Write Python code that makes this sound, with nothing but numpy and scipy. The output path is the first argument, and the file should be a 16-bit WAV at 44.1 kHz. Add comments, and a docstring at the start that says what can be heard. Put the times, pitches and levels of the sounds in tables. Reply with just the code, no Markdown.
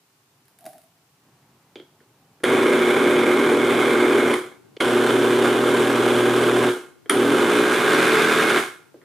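"""A quiet room: a glass-jar blender on a table, close to a small stereo microphone.
A lump of slime ticks and slumps into the jar, a hand finds the dial, then the motor runs three times,
labouring far below its free speed: sines carry the mains ripple and the slow shaft beat in the base,
pulsed noise through resonances is the drive rattling the casing, coloured noise is the brush hiss.
Wall echoes, microphone hiss and a low background murmur lie behind it."""
import sys
import numpy as np
from scipy import signal
from scipy.fft import rfft, irfft, next_fast_len
from scipy.io import wavfile
from scipy.ndimage import uniform_filter1d

SR = 44100
rng = np.random.default_rng(int(sys.argv[2]) if len(sys.argv) > 2 else 0)


def volts_from_decibels(level):
    """Turn decibel levels (scalar or array-like) into linear amplitude factors."""
    exponent = np.asarray(level, float) / 20
    return 10 ** exponent


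def output_pcm(signal):
    """Save a mono or channel-first signal as 16-bit PCM at the path in sys.argv[1].

    Samples are clipped to [-1, 1] before scaling.
    """
    pcm = np.clip(np.atleast_2d(signal).T, -1, 1) * 32767
    wavfile.write(sys.argv[1], SR, np.round(pcm).astype(np.int16))


N = 398663
T = np.arange(N) / SR

# motor runs: (current on [s], current off [s], rattle gain [dB], brush hiss gain over the rattle [dB],
# lowest ripple tone gain [dB]), the gains as they stand at slow speed
RUNS = [(2.435, 4.339, -24.5, -14.5, -47.5), (4.799, 6.693, -25, -13, -37),
        (7.095, 8.585, -25.5, -12.5, -38)]
# shaft speed, creeping up as the slime gives way and breaking free in the last run:
# (time [s], speed [turns/s])
SHAFT = [(2.44, 27), (3.2, 38.7), (4.4, 39), (4.81, 30.6), (5.8, 38.5), (6.8, 40), (7.1, 29), (7.35, 47),
         (7.65, 63), (8.0, 74), (8.25, 81), (8.6, 79)]
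# base and jar resonances: (frequency [Hz], width [Hz], relative level in the first run [dB],
# in the second run [dB], at speed [dB])
CASING = [(269.3, 79.4, -3.5, -6.5, -17), (381.4, 109.6, 2.5, 1.5, 0), (507, 188, -4, -4.5, -5.5),
          (780, 147, -8.5, -8, -6.5), (1123, 290, -9, -9, -5), (1553, 262, -8, -7.5, -0.5),
          (2153, 134, -8, -13, -4.5), (2414, 237, -14, -16.5, -8.5), (3015, 283, -19, -17, -13),
          (3514, 255, -15.5, -15.5, -10), (155, 150, -21, -20.5, -15.5)]
# the level of all near sounds and their echoes dips briefly between two runs: (start [s], end [s], gain [dB])
DIP = (4.777, 4.803, -20)


def motor():
    """Torque ripple hums and beats with the shaft, the drive shakes the casing, the brushes hiss."""
    # ripple tones: (multiple of the ripple, relative level when slow [dB], when fast [dB])
    ripple_tones = [(2, -5.5, -10), (3, -3, -14), (4, -8, -24), (5, -11.5, -18), (8, -16.5, -16)]
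    # tones at a sum: (ripple multiple, shaft multiple, relative level when slow [dB], when fast [dB])
    beat_tones = [(1, 1, -20, -12), (2, 1, -4.5, -4.5), (3, 1, 1, 0), (4, 1, -14.5, -11), (2, 2, -10, -0.5),
                  (3, 2, -8.5, -27), (0, 2, -31, -14), (1, 2, -18.5, -11.5), (4, 2, -19, -18)]
    # colour of the brush hiss: (frequency [Hz], density before the share in shape() [dB per Hz])
    brush_colour = [(1760, -10), (3000, -33.5), (3510, -2.5), (3920, -7), (4660, -15), (5920, -13),
                    (9850, -10.5), (12000, -20.5), (13300, -19.5), (15000, -31), (15500, -19)]
    # brush holder rings: (frequency [Hz], width [Hz], relative level [dB])
    holder_rings = [(9800, 120, -15), (12900, 500, -14)]
    ripple_hz = 120.1

    shaft = curve(SHAFT, T)[0] * (1 + 0.013 * walk(12))
    fast = np.clip((shaft - 42) / 35, 0, 1)  # 0 labouring, 1 at speed
    turn = 2 * np.pi * np.cumsum(shaft) / SR
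    mains = 2 * np.pi * ripple_hz * T
    rattle_gain, hiss_gain, low_gain, ripple_gain, beat_gain = controls(fast)

    def tone(phase, db, waver_db):
        """The load on the blades makes every tone waver in level and phase."""
        wavering_phase = phase + 0.07 * waver_db * walk(30) + rng.uniform(0, 2 * np.pi)
        return volts_from_decibels(db + waver_db * walk(20)) * np.sin(wavering_phase)

    ripple = sum(tone(k * mains, slow + fast * (quick - slow), waver_db=1.06)
                 for k, slow, quick in ripple_tones)
    beats = sum(tone(k * mains + m * turn, slow + fast * (quick - slow), waver_db=3.5)
                for k, m, slow, quick in beat_tones)
    lowest = tone(mains, 5.8, waver_db=1.5)
    tones = ripple_gain * ripple + beat_gain * beats + low_gain * lowest

    # the coupling chatters: noise pushed by each torque pulse and each turn, with sharper knocks
    cycle_db = 1.2 * np.sin(mains) + 1.5 * np.sin(turn)
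    push = volts_from_decibels(cycle_db + 1.14 * walk(45) + 0.85 * walk(200))
    knocks = (rng.random(N) < 120 / SR) * volts_from_decibels(7.8 * rng.random(N)) * 4.6  # about 120 a second
    drive = push * rng.standard_normal(N) + knocks
    first, second, speed = (modes(drive, CASING, column) for column in range(2, 5))
    later = (1 - fast) * second + fast * speed * volts_from_decibels(-7)
    body = np.where(T < DIP[0], first, later)

    hiss = shape(1.5 * drive + 0.61 * rng.standard_normal(N), [(1500, -46.5)] + list(brush_colour))
    hiss = level(hiss + modes(hiss, holder_rings), 0.66)
    return tones + rattle_gain * level(body, 4.95) + hiss_gain * hiss


def controls(fast):
    """Gains of rattle, hiss, lowest tone, ripple and beats follow the switch times and the speed."""
    ripple_db, beat_db = -20.5, -25
    pickup_beat_db = 0.0519  # beats grow while the shaft gains speed: dB per (turn/s each second)
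    fast_rattle_db, fast_hiss_db, fast_low_db = 6.5, -3, -18  # change at full speed
    # the first jolt: beats start strong, rattle starts weak
    jolt_s, jolt_beat_db, jolt_rattle_db = 0.033, 9.5, -3
    # the lowest tone surges before it settles
    surge_s, surge_db, settle_s = 0.084, -41.5, 0.37
    # current off: the rattle drops at once, the hiss holds a moment, then both fade steadily
    cut_db, cut_s, hiss_hold_s, fade_db_per_s = -4, 0.01, 0.011, 137.5

    gains = np.zeros((5, N))
    speed_gain = np.gradient(curve(SHAFT, T)[0]) * SR
    pickup = np.maximum(uniform_filter1d(speed_gain, size=4000), 0)
    for on, off, rattle_db, hiss_db, low_db in RUNS:
        since, after = np.maximum(T - on, 0), np.maximum(T - off, 0)
        jolt = np.exp(-since / jolt_s)
        rattle_db = rattle_db + fast_rattle_db * fast
        cut = cut_db * (1 - np.exp(-after / cut_s))
        rattle = rattle_db + jolt_rattle_db * jolt + cut - fade_db_per_s * after
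        hiss_fade = fade_db_per_s * np.maximum(after - hiss_hold_s, 0)
        hiss = rattle_db + hiss_db + fast_hiss_db * fast - hiss_fade
        # the hum of the base builds up over the first cycles and rings out when the current stops
        live = (1 - np.exp(-since / 0.034)) * np.exp(-after / 0.02)
        surge = since / surge_s * np.exp(1 - since / surge_s)
        settled = volts_from_decibels(low_db + fast_low_db * fast) * (1 - np.exp(-since / settle_s))
        low = volts_from_decibels(surge_db) * surge ** 2 + settled
        beat = volts_from_decibels(beat_db + jolt_beat_db * jolt + pickup_beat_db * pickup)
        gains += (T > on) * np.array([volts_from_decibels(rattle), volts_from_decibels(hiss), live * low, live * volts_from_decibels(ripple_db), live * beat])
    return gains


def dial():
    """Each move cracks, rattles switch and knob, thumps the base softly and rings a thin spring."""
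    # dial touched or nudged: (time [s], switch crack peak [dB], base thump over it [dB],
    # knob ring over it [dB])
    touches = [(1.757, -43.5, 12, 12.5), (1.799, -45.5, 12, 8), (2.004, -49, 0.5, -10),
               (2.403, -49, 4, -10), (4.767, -41, 11.5, 8), (7.059, -40, 2.5, -6), (8.943, -57, 21, -25),
               (9.015, -47, 1, -12)]
    # dial snapped over: (time [s], switch crack peak [dB], base thump over it [dB],
    # spring ring over it [dB])
    snaps = [(2.439, -11, -1.5, -11), (4.34, -19, -11, -6.5), (4.804, -15, -1, -21),
             (4.809, -14.5, -4, -11.5), (6.698, -24, -15, -18), (7.0968, -8, -30, -1),
             (8.577, -16, -12, -32)]
    # switch resonances, passed twice: (frequency [Hz], width [Hz], relative level in each pass [dB])
    switch_modes = [(1400, 500, 2), (2210, 500, -4)]
    # knob resonances: (frequency [Hz], width [Hz], relative level [dB])
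    knob_modes = [(2210, 150, -2), (3150, 200, 2), (3350, 260, 0), (4600, 700, -15), (6600, 500, -20)]
    touch_ring_db, snap_knob_db = -23, -2
    spring_hz, spring_t60 = 9600, 0.018  # T60 in seconds

    out, t = np.zeros(N), T[:SR // 3]
    rise, tail = 1 - np.exp(-t / 0.00038), volts_from_decibels(-60 * t / 0.2)
    moves = [(s, db, thump_db, touch_ring_db, knob_db) for s, db, thump_db, knob_db in touches]
    moves += [(s, db, thump_db, ring_db, snap_knob_db) for s, db, thump_db, ring_db in snaps]
    for s, db, thump_db, ring_db, knob_db in moves:
        crack, push = rng.standard_normal((2, len(t))) * rise
        crack = crack * (np.exp(-t / 0.0015) + 0.15 * tail)
        switch = modes(modes(crack, switch_modes), switch_modes)
        knob = modes(resonate(crack, 3200, 3000), knob_modes)
        thump = modes(push * (np.exp(-t / 0.0024) + 0.48 * tail), CASING[:3])
        spring = rise * np.sin(2 * np.pi * spring_hz * t) * volts_from_decibels(-60 * t / spring_t60)
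        ring = spring + 0.33 * resonate(crack, spring_hz, 5000)
        parts = peak(switch) + volts_from_decibels(knob_db) * peak(knob)
        parts = parts + volts_from_decibels(thump_db) * peak(thump) + volts_from_decibels(ring_db) * peak(ring)
        add(out, s - 0.001, volts_from_decibels(db) * parts)  # starts 1 ms ahead of the listed time
    return out


def slime():
    """Slime peels off in sticky bright ticks; the landing lump rings the air in the open jar."""
    # slime peeling off the fingers and settling: (time [s], tick peak [dB])
    ticks = [(0.4544, -51.5), (0.4814, -46), (0.5876, -41), (0.608, -42), (0.6419, -43), (0.6544, -36),
             (0.6632, -28.5), (0.6914, -47), (0.732, -40), (0.7811, -40), (0.817, -46), (0.8374, -47)]
    # air in the jar: (frequency [Hz], width [Hz], relative level [dB])
    jar_air = [(635, 41, 2.5), (742, 64, 0.5), (275, 110, -11.5)]
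    # the lump enters the mouth, lands and slumps
    enter_s, land_s, land_db = 0.585, 0.6634, -28.5
    slump_db, slump_db_per_s, enter_db_per_s = -43.5, 104, 200

    out, t = np.zeros(N), T[:SR // 4]
    for s, db in ticks:
        wet = rng.standard_normal(len(t)) * (np.exp(-t / 0.0024) + 0.11 * np.exp(-t / 0.072))
        tick = resonate(wet, 10000, 4000) + 0.5 * resonate(wet, 4100, 2500) + 1.1 * resonate(wet, 1660, 1200)
        add(out, s, volts_from_decibels(db) * peak(tick))
    landing = modes(rng.standard_normal(len(t)) * np.exp(-t / 0.0048), jar_air)
    add(out, land_s, volts_from_decibels(land_db) * peak(landing))
    # rises until the landing, falls away after it
    away_db = np.maximum(slump_db_per_s * (T - land_s), enter_db_per_s * (land_s - T))
    stir = (T > enter_s) * volts_from_decibels(slump_db - away_db + 5.1 * walk(37.9)) * rng.standard_normal(N)
    steady = modes(rng.standard_normal(SR), jar_air)  # steady noise sets the reference level
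    return out + modes(stir, jar_air) / np.std(steady)


def quiet():
    """Noise makes the microphone hiss and a low murmur alike on both sides; a faint sine passes once."""
    # colour of the hiss: (frequency [Hz], density before the share in shape() [dB per Hz])
    hiss_colour = [(24, -68), (40, -27), (129, -23), (438, -15.5), (998, -14), (1080, -8), (1960, -12),
                   (2990, -11), (3220, -13.5), (4460, -13.5), (15500, -18.5)]
    # murmur bands: (frequency [Hz], width [Hz], relative level [dB])
    murmur_bands = [(130, 45, 5), (279, 71, -5.5), (392, 62, -6.5), (850, 410, -10)]
    # low background murmur, stepping to new levels: (time [s], level [dB])
    murmur_level = [(1.22, -64), (1.27, -59), (4.7, -59), (6.95, -64), (7.08, -59), (8.85, -61.5),
                    (9.0, -62)]
    # faint passing tone: (start [s], end [s], frequency [Hz], peak [dB])
    faint_tone = (2.17, 2.4, 792, -65)

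    hiss = level(shape(rng.standard_normal((2, N)), hiss_colour), -64)
    murmur = sum(volts_from_decibels(db + 1.6 * walk(3.4)) * resonate(rng.standard_normal(N), hz, width)
                 for hz, width, db in murmur_bands)
    start, end, hz, db = faint_tone
    swell = np.sin(np.pi * np.clip((T - start) / (end - start), 0, 1))
    faint = volts_from_decibels(db) * swell * np.sin(2 * np.pi * hz * T)
    return hiss + level(murmur, -0.082) * volts_from_decibels(curve(murmur_level, T)[0]) + faint


def level(x, db):
    """Set the rms level."""
    return x * volts_from_decibels(db) / np.sqrt(np.mean(x ** 2))


def curve(rows, at):
    """Columns of a table read at given places."""
    first, *columns = np.transpose(rows)
    return [np.interp(at, first, c) for c in columns]


def shape(x, points, share=0.86):
    """Colour by (Hz, dB) points, each dB value multiplied by the share."""
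    size = next_fast_len(x.shape[-1])
    hz = np.maximum(np.arange(size // 2 + 1) * SR / size, 1)
    db = np.interp(np.log(hz), np.log(np.array(points)[:, 0]), np.array(points)[:, 1])
    return irfft(rfft(x, size) * volts_from_decibels(share * db), size)[..., :x.shape[-1]]


def resonate(x, hz, width):
    """Two-pole resonance, gain 1 at the centre."""
    return signal.lfilter(*signal.iirpeak(hz, hz / width, SR), x)


def modes(x, table, column=2):
    """A set of resonances; neighbours in opposite sign."""
    return sum((-1) ** k * volts_from_decibels(row[column]) * resonate(x, row[0], row[1]) for k, row in enumerate(table))


def walk(rate):
    """Random levels held 1 / rate s and slewed twice."""
    k = int(SR / rate)
    held = np.repeat(rng.standard_normal(N // k + 1), k)
    return 0.95 * uniform_filter1d(uniform_filter1d(held, k), k)[:N]


def peak(x):
    """Scale to a peak of one."""
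    return x / np.abs(x).max()


def add(out, s, sound):
    """Mix a short sound in at time s."""
    i = int(s * SR)
    out[i:i + len(sound)] += sound[:N - i]


def scene():
    """Blender close by, a little to the right, with wall echoes that differ left and right."""
    # thin rings of the jar and its seat: (frequency [Hz], width [Hz], relative level [dB])
    glass = [(363, 5.5, -1), (1410, 4, -1), (2170, 5, -4), (3300, 6, 2)]
    # colour of the wall echoes: (frequency [Hz], level before the share in shape() [dB])
    echo_colour = [(60, -3), (110, -24), (200, -32), (380, -31.5), (700, -15.5), (1290, -12), (2380, -15),
                   (4400, -9.5), (8120, -10), (15000, -4.5)]
    # left against right, before the share given to each side: (frequency [Hz], level [dB])
    side_colour = [(60, -12), (110, -0.5), (200, -0.5), (380, -0.5), (700, -0.5), (1290, -4), (2380, -3),
                   (4400, -0.5), (8120, 0), (15000, -2)]
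    room_t60, room_db, ring_out_db = 0.3, 2.5, 2.5  # T60 in seconds

    near = motor() + dial()
    # the thin rings stand out once the current is off
    stopped = sum((T > off) * (T < off + 0.36) * (1 - np.exp(-np.maximum(T - off, 0) / 0.02))
                  for on, off, *_ in RUNS)
    near = near + modes(near, glass) * volts_from_decibels(ring_out_db * stopped) + slime()

    t = T[:SR // 2]
    echoes = rng.standard_normal((2, len(t))) * volts_from_decibels(-60 * t / room_t60) * (t > 0.003)
    echoes = shape(echoes / np.sqrt(np.sum(echoes ** 2, axis=1, keepdims=True)), echo_colour)
    wet = signal.fftconvolve(near[None], echoes, axes=1)[:, :N]

    start, end, dip_db = DIP
    dip = uniform_filter1d(np.where((T > start) & (T < end), volts_from_decibels(dip_db), 1), size=100)
    direct = np.array([shape(near, side_colour, 0.63), shape(near, side_colour, -0.076)])
    return (direct + volts_from_decibels(room_db) * wet) * dip + quiet()


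def roll_off(x):
    """The treble ends steeply here."""
    return signal.sosfilt(signal.butter(12, 16460, fs=SR, output="sos"), x)


def record(dry):
    """The microphone drops the deep bass and the very top."""
    bass_cut = signal.butter(2, 100, "high", fs=SR, output="sos")
    top_cut = signal.ellip(8, 0.2, 60, 15150, fs=SR, output="sos")
    mix = signal.sosfilt(np.vstack([bass_cut, top_cut]), dry)
    return roll_off(mix)


dry = scene()
out = record(dry)
output_pcm(out)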